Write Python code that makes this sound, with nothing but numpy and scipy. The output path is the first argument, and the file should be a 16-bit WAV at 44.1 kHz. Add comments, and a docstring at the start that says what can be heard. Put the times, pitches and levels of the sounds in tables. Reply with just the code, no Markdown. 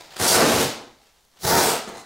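"""A slack sheet of wall covering rustles, cracks taut and is torn off a garage wall in two long pulls.
Glue and paper fibres part by stick-slip, in dense, jerky snaps that rattle the sheet and drum on the
wallboard. Between pulls the sheet crinkles as it buckles, and two small ticks sound close by.
After the second pull it flaps and scrapes. The bare room reverberates over a faint, steady hush."""
import sys
import numpy as np
from scipy import signal
from scipy.fft import rfft, irfft
from scipy.io import wavfile
from scipy.ndimage import uniform_filter1d, minimum_filter1d

SR = 44100
rng = np.random.default_rng(int(sys.argv[2]) if len(sys.argv) > 2 else 0)


def materialize(psi):
    """Save the field psi as 16-bit PCM at rate SR to the path in sys.argv[1].

    A 1-D psi becomes a single channel; in a 2-D psi each row is a channel.
    """
    bounded = np.clip(np.atleast_2d(psi).T, -1, 1)
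    quanta = np.round(bounded * 32767).astype(np.int16)
    wavfile.write(sys.argv[1], SR, quanta)


N = 90404
T = np.arange(N) / SR
HZ = np.maximum(np.fft.rfftfreq(N, 1 / SR), 1)


def undb(db):
    """Amplitude ratio: tenfold for every 20 dB."""
    return 10 ** (np.asarray(db) / 20)


def unit(x):
    """Normalisation to an rms of 1."""
    return x / np.sqrt(np.mean(x ** 2))


def at_hz(points, hz):
    """Interpolation of (f/Hz, value) points on a log-frequency axis."""
    f, value = np.array(points).T
    return np.interp(np.log(hz), np.log(f), value)


def colour(x, tone, band=1):
    """Spectral shaping of a white signal at constant power: the levels of a tone are relative."""
    return irfft(rfft(x) * unit(undb(at_hz(tone, HZ)) * band), N)


def envelope(rows, column, edge_s=.006):
    """Amplitude envelope from a level curve, with exponential decay beyond its ends."""
    rows = np.array(rows)
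    outside = np.maximum(rows[0, 0] - T, 0) + np.maximum(T - rows[-1, 0], 0)
    return undb(np.interp(T, rows[:, 0], rows[:, column])) * np.exp(-outside / edge_s)


def swells(rows):
    """Gaussian pulses of force; each width is a standard deviation."""
    return sum(undb(db) * np.exp(-.5 * ((T - s) / width) ** 2) for s, width, db in rows)


def snaps(per_s=6000, spread_db=3.5, jerks_per_s=240, jerk_db=3):
    """Stick-slip: random impulses of uneven size, stronger and weaker in jerks."""
    size = undb(spread_db * np.clip(rng.standard_normal(N), -2, 2)) * rng.choice([-1, 1], N)
    jerks = np.interp(T * jerks_per_s, np.arange(N), np.clip(rng.standard_normal(N), -2, 2))
    impulses = rng.random(N) < per_s / SR
    return unit(impulses * size * undb(jerk_db * jerks))


def bursts(rows, tone):
    """Damped transients: noise with a sudden onset and exponential decay."""
    shape = sum(undb(db) * (T >= s) * np.exp(-abs(T - s) / decay) for s, db, decay in rows)
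    return colour(shape * rng.standard_normal(N), tone)


# spectra of the still air, common to both ears and opposed between them (f/Hz, level/dB)
AIR_MID = [(25, 3), (55, 2), (130, -13), (800, -13.5), (2500, -21), (6000, -15.5), (15500, -24.5)]
AIR_SIDE = [(40, -13), (140, -7), (450, -0.5), (1100, -15), (2500, -10), (5500, -16.5), (9000, -36.5)]
def still_air():
    """Ambient noise: independent mid and side signals give a steady hush its width."""
    mid = undb(-63) * colour(rng.standard_normal(N), AIR_MID)
    side = undb(-74.5) * colour(rng.standard_normal(N), AIR_SIDE)
    return mid, side


# rustle of the loose sheet (t/s, crinkle level/dB, flutter level/dB)
SLACK_LEVELS = [(0, -44, -48), (.07, -53, -55), (.13, -47.5, -47.5), (.2, -42, -54), (.72, -36, -41.5),
                (.77, -63, -47), (.805, -63, -44), (.828, -65, -46), (.96, -66.5, -70), (1.06, -62, -66),
                (1.18, -67.5, -70.5), (1.3, -72.5, -77), (1.35, -65, -64.5), (1.385, -55.5, -62.5),
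                (1.78, -36, -54), (1.86, -69, -67), (1.885, -51, -48), (1.93, -53, -43), (2.0, -48, -44),
                (2.05, -65, -55)]
# spectra of its two parts (f/Hz, level/dB)
CRINKLE_TONE = [(1000, -12.5), (2000, -2), (3300, -1), (4200, 0.5), (5500, -3.5), (7000, -5.5),
                (9000, -10.5), (11000, -15), (15500, -16)]
FLUTTER_TONE = [(40, -21.5), (120, -3), (220, -5), (340, 3.5), (450, 2), (800, 7.5), (1200, 0), (2000, -8),
                (4000, -46)]
def slack_sheet():
    """Buckling: the loose covering gives way in small crinkles and flutters as it swings."""
    buckles = snaps(per_s=1700, spread_db=1)
    crinkle = envelope(SLACK_LEVELS, 1) * colour(buckles, CRINKLE_TONE)
    flutter = envelope(SLACK_LEVELS, 2) * colour(buckles, FLUTTER_TONE)
    return crinkle + flutter


# cracks as each pull begins (t/s, level/dB, decay time/s) and their spectrum (f/Hz, level/dB)
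TAUT_CRACKS = [(.166, -27.5, 0.0045), (.179, -38, .008), (.198, -28.5, .003), (1.434, -35.5, 0.0034),
               (1.4495, -19.5, 0.0045)]
TAUT_TONE = [(40, -14), (130, -3), (400, -2), (900, 0), (2500, -8), (5000, -6), (10000, -16), (15500, -24)]
def taut_cracks():
    """Impulsive excitation: sudden tension makes the sheet crack."""
    return bursts(TAUT_CRACKS, TAUT_TONE)


# the pulls, in relative levels (t/s, crackle level/dB, rattle level/dB, rumble level/dB)
PULL_1 = [(.19, -33.5, -42, -63), (.202, -27.5, -28, -37.5), (.228, -17, -23, -31),
          (.268, -18.5, -21.5, -55), (.295, -13, -21, -37), (.355, -10, -11.5, -27), (.385, -18, -15, -31),
          (.43, -22, -14, -27.5), (.465, -24.5, -26, -39), (.505, -25, -23.5, -43), (.575, -24, -24, -31),
          (.632, -22.5, -25, -36), (.665, -34, -40.5, -33.5), (.7, -50, -48, -52.5)]
PULL_2 = [(1.4, -48, -60, -59), (1.422, -36, -51, -60), (1.44, -29.5, -35, -41), (1.452, -21, -23, -34),
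          (1.462, -28, -31.5, -32), (1.488, -14, -17.5, -29), (1.54, -16, -15.5, -25),
          (1.592, -19, -15.5, -47), (1.63, -21, -26.5, -42), (1.657, -23, -27.5, -34),
          (1.698, -24, -25.5, -53), (1.732, -25, -27, -40), (1.765, -38, -29.5, -57),
          (1.795, -52, -55, -48)]
# spectra early and late in each pull (f/Hz, level/dB)
EARLY_TONE_1 = [(25, -27), (55, -33), (90, -2), (140, -9), (260, -1.5), (420, -1), (600, 4), (800, -2.5),
                (1050, -3), (1520, -4.5), (2400, -11.5), (3500, -8.5), (4800, -7), (6500, -8.5),
                (7500, -8.5), (9400, -7), (12400, -16.5), (14000, -13.5), (15500, -24)]
LATE_TONE_1 = [(25, -30.5), (55, -46), (93, -9), (170, -13), (240, -5.5), (340, -5), (430, 1.5),
               (590, -3.5), (900, -7.5), (1200, -9), (1700, -13), (2900, -15.5), (4300, -15.5), (6200, -16),
               (9500, -19.5), (12500, -21.5), (15500, -27)]
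EARLY_TONE_2 = [(25, -30), (45, -19), (80, -10), (150, -8), (280, -7), (380, -1), (570, -3), (780, 0),
                (950, -2), (1080, -9), (1350, -7), (2000, -12), (2700, -21), (4000, -12.5), (5400, -10),
                (7000, -14), (8500, -17), (9700, -16.5), (10900, -14.5), (12900, -19), (15500, -16)]
LATE_TONE_2 = [(25, -32), (100, -17), (200, -7.5), (350, -8.5), (440, 4), (530, -3), (780, -3.5), (950, -6),
               (1080, -10.5), (1300, -6.5), (1700, -12.5), (3000, -12.5), (4000, -12.5), (6500, -13.5),
               (8200, -9), (10700, -16.5), (13000, -16), (15500, -18.5)]
def tearing(rumble_top_hz=220, rattle_top_hz=2500, shift_s=.04):
    """Fracture: parting fibres crackle, rattle the sheet and shake the wall in forced vibration."""
    below_rumble = 1 / (1 + (HZ / rumble_top_hz) ** 8)
    below_rattle = 1 / (1 + (HZ / rattle_top_hz) ** 8)
    # fibre crackle, sheet rattle, wallboard rumble (band, gain/dB)
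    bands = [(1 - below_rattle, -.5), (below_rattle - below_rumble, 2), (below_rumble, 2.5)]
    pulls = [(PULL_1, EARLY_TONE_1, LATE_TONE_1, .37), (PULL_2, EARLY_TONE_2, LATE_TONE_2, 1.61)]
    sound = 0
    for levels, early, late, shift_at_s in pulls:
        fibres = snaps()
        freed = np.clip((T - shift_at_s) / shift_s + .5, 0, 1)  # the tone shifts as sheet comes free
        for column, (band, db) in enumerate(bands, 1):
            vibration = (1 - freed) * colour(fibres, early, band) + freed * colour(fibres, late, band)
            sound = sound + undb(db) * envelope(levels, column) * vibration
    return sound


# spurts of tearing (t/s, width/s, level/dB) and their spectrum (f/Hz, level/dB)
TEAR_SPURTS = [(.283, 0.0046, -6), (.325, 0.024, -12.5), (1.59, 0.014, -12.5)]
TEAR_SPURT_TONE = [(200, -8), (700, 3), (1500, -4), (2800, -12), (4700, 2), (6300, 1), (7500, -3),
                   (9200, -2), (11500, -9), (15500, -9)]
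def spurts():
    """Sudden fracture: many fibres part in one short run of snaps."""
    return swells(TEAR_SPURTS) * colour(snaps(), TEAR_SPURT_TONE)


# hard tugs on the wallboard (t/s, width/s, level/dB)
BOARD_TUGS = [(.385, .016, -20), (.422, .01, -20.5), (.615, .015, -31), (1.58, .02, -30)]
# its modes (f/Hz, bandwidth/Hz, relative level/dB)
BOARD_MODES = [(158, 30, -4), (223, 12, 18), (376, 11, -5), (430, 32, -2.5), (614, 18, -8.5),
               (788, 20, -14.5), (1006, 33, -13.5), (1320, 22, -22), (1460, 20, -25)]
def wallboard():
    """Resonance: hard tugs set the board drumming in its damped modes."""
    force = swells(BOARD_TUGS) * snaps()
    response = sum(undb(db) / (1 + 1j * (HZ ** 2 - hz ** 2) / (HZ * width))
                   for hz, width, db in BOARD_MODES)
    return irfft(rfft(force) * response / np.sqrt(np.mean(abs(response) ** 2)), N)


# ticks between the pulls (t/s, level/dB, decay time/s) and their spectrum (f/Hz, level/dB)
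NEAR_TICKS = [(1.208, -55, 0.0011), (1.251, -50.5, 0.00075)]
NEAR_TICK_TONE = [(1000, -35), (6000, -12), (8500, -6), (11000, -16), (15500, -15)]
def ticks():
    """Direct sound: small, bright ticks close by, heard without echoes."""
    return bursts(NEAR_TICKS, NEAR_TICK_TONE)


# flap after the second pull (t/s, level/dB, decay time/s) and its spectrum (f/Hz, level/dB)
SHEET_FLAP = [(1.875, -31, 0.033)]
SHEET_FLAP_TONE = [(40, -9), (120, -15), (210, 2.5), (340, 2), (450, 5.5), (700, -2.5), (1200, -4),
                   (3000, -19), (15500, -45)]
def flap():
    """Air displacement: the loose sheet flaps once with a dull, damped burst."""
    return bursts(SHEET_FLAP, SHEET_FLAP_TONE)


# closing scrapes (t/s, width/s, level/dB) and their spectrum (f/Hz, level/dB)
SHEET_SCRAPES = [(1.885, 0.01, -42), (1.98, 0.028, -46.5)]
SHEET_SCRAPE_TONE = [(1000, -27), (3500, -21), (4050, 4.5), (4600, -9), (5600, -10), (6400, 2), (7500, -3),
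                     (9200, -4), (11000, -14), (15500, -19)]
def scrapes():
    """Sliding friction: the freed sheet scrapes with a thin rasp."""
    return swells(SHEET_SCRAPES) * colour(snaps(), SHEET_SCRAPE_TONE)


# reverberation time of the garage (f/Hz, T60/s) and gain of its echoes (f/Hz, level/dB)
GARAGE_T60 = [(60, 0.16), (220, 0.56), (800, .5), (4000, 0.505), (8000, 0.3961), (12000, 0.31),
              (16000, 0.22)]
GARAGE_TONE = [(60, 3), (300, 0.5), (5000, 3), (9000, -0.5), (15000, -1)]
def echoes(x, gap_s=.0032):
    """Diffuse reverberation between bare walls: deep bass and high treble decay fastest."""
    t = T[:32768]
    hz = np.maximum(np.fft.rfftfreq(len(t), 1 / SR), 1)
    noise = rfft(rng.standard_normal(len(t)))
    centres_hz = [60, 220, 800, 2000, 4000, 6000, 8000, 11000, 16000]
    tail = 0
    for centre, pick in zip(centres_hz, np.eye(len(centres_hz))):
        fade = (t > gap_s) * np.exp(-np.log(1000) * t / at_hz(GARAGE_T60, centre))
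        band = irfft(noise * np.interp(np.log(hz), np.log(centres_hz), pick))
        tail = tail + band * undb(at_hz(GARAGE_TONE, centre)) * fade / np.sqrt(np.sum(fade ** 2))
    return signal.fftconvolve(x, tail)[:N]


def garage(x, patterns=4, change_s=.045):
    """Moving source: echo patterns take turns, as paths change when the tear travels along the wall."""
    place = (T // change_s) % patterns
    return sum(echoes(x * uniform_filter1d(1. * (place == k), size=128)) for k in range(patterns))


# weighting of the echoes in the side signal (f/Hz, relative level/dB)
WIDTH_TONE = [(60, -48), (180, -27.5), (350, -16.5), (700, -38.5), (1400, -40), (2800, -8), (5000, -18.5),
              (8500, -58), (11000, -69.5)]
def room_width(x, gain_db=-7):
    """Interaural decorrelation: weak echoes make the sound slightly unlike at the two ears."""
    return irfft(rfft(echoes(x)) * undb(gain_db + at_hz(WIDTH_TONE, HZ)), N)


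def scene():
    """Superposition: sheet, wall and room add in mid and side, almost the same in both ears."""
    sheet = tearing() + spurts() + wallboard() + taut_cracks() + slack_sheet() + flap() + scrapes()
    echo_gain = undb(-4)
    in_room = (sheet + echo_gain * garage(sheet)) / np.hypot(1, echo_gain)
    air_mid, air_side = still_air()
    mid = in_room + ticks() + air_mid
    side = room_width(sheet) + air_side
    return np.array([mid + side, mid - side])


def record(dry, threshold=.37, ratio=3, release_s=.012, top_hz=15750):
    """Dynamic range compression holds down the loudest peaks; a steep low-pass cuts the top."""
    peak = -minimum_filter1d(-abs(dry).max(axis=0), size=64)
    release_samples = release_s * SR
    smoothed = signal.lfilter([1], [1, -np.exp(-1 / release_samples)], peak) / release_samples
    held = np.maximum(peak, smoothed)
    gain = np.minimum(1, threshold / (held + 1e-9)) ** (1 - 1 / ratio)
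    lowpass = signal.ellip(12, .2, 90, top_hz, fs=SR, output="sos")
    return signal.sosfilt(lowpass, dry * uniform_filter1d(gain, size=48))


dry = scene()
out = record(dry)
materialize(out)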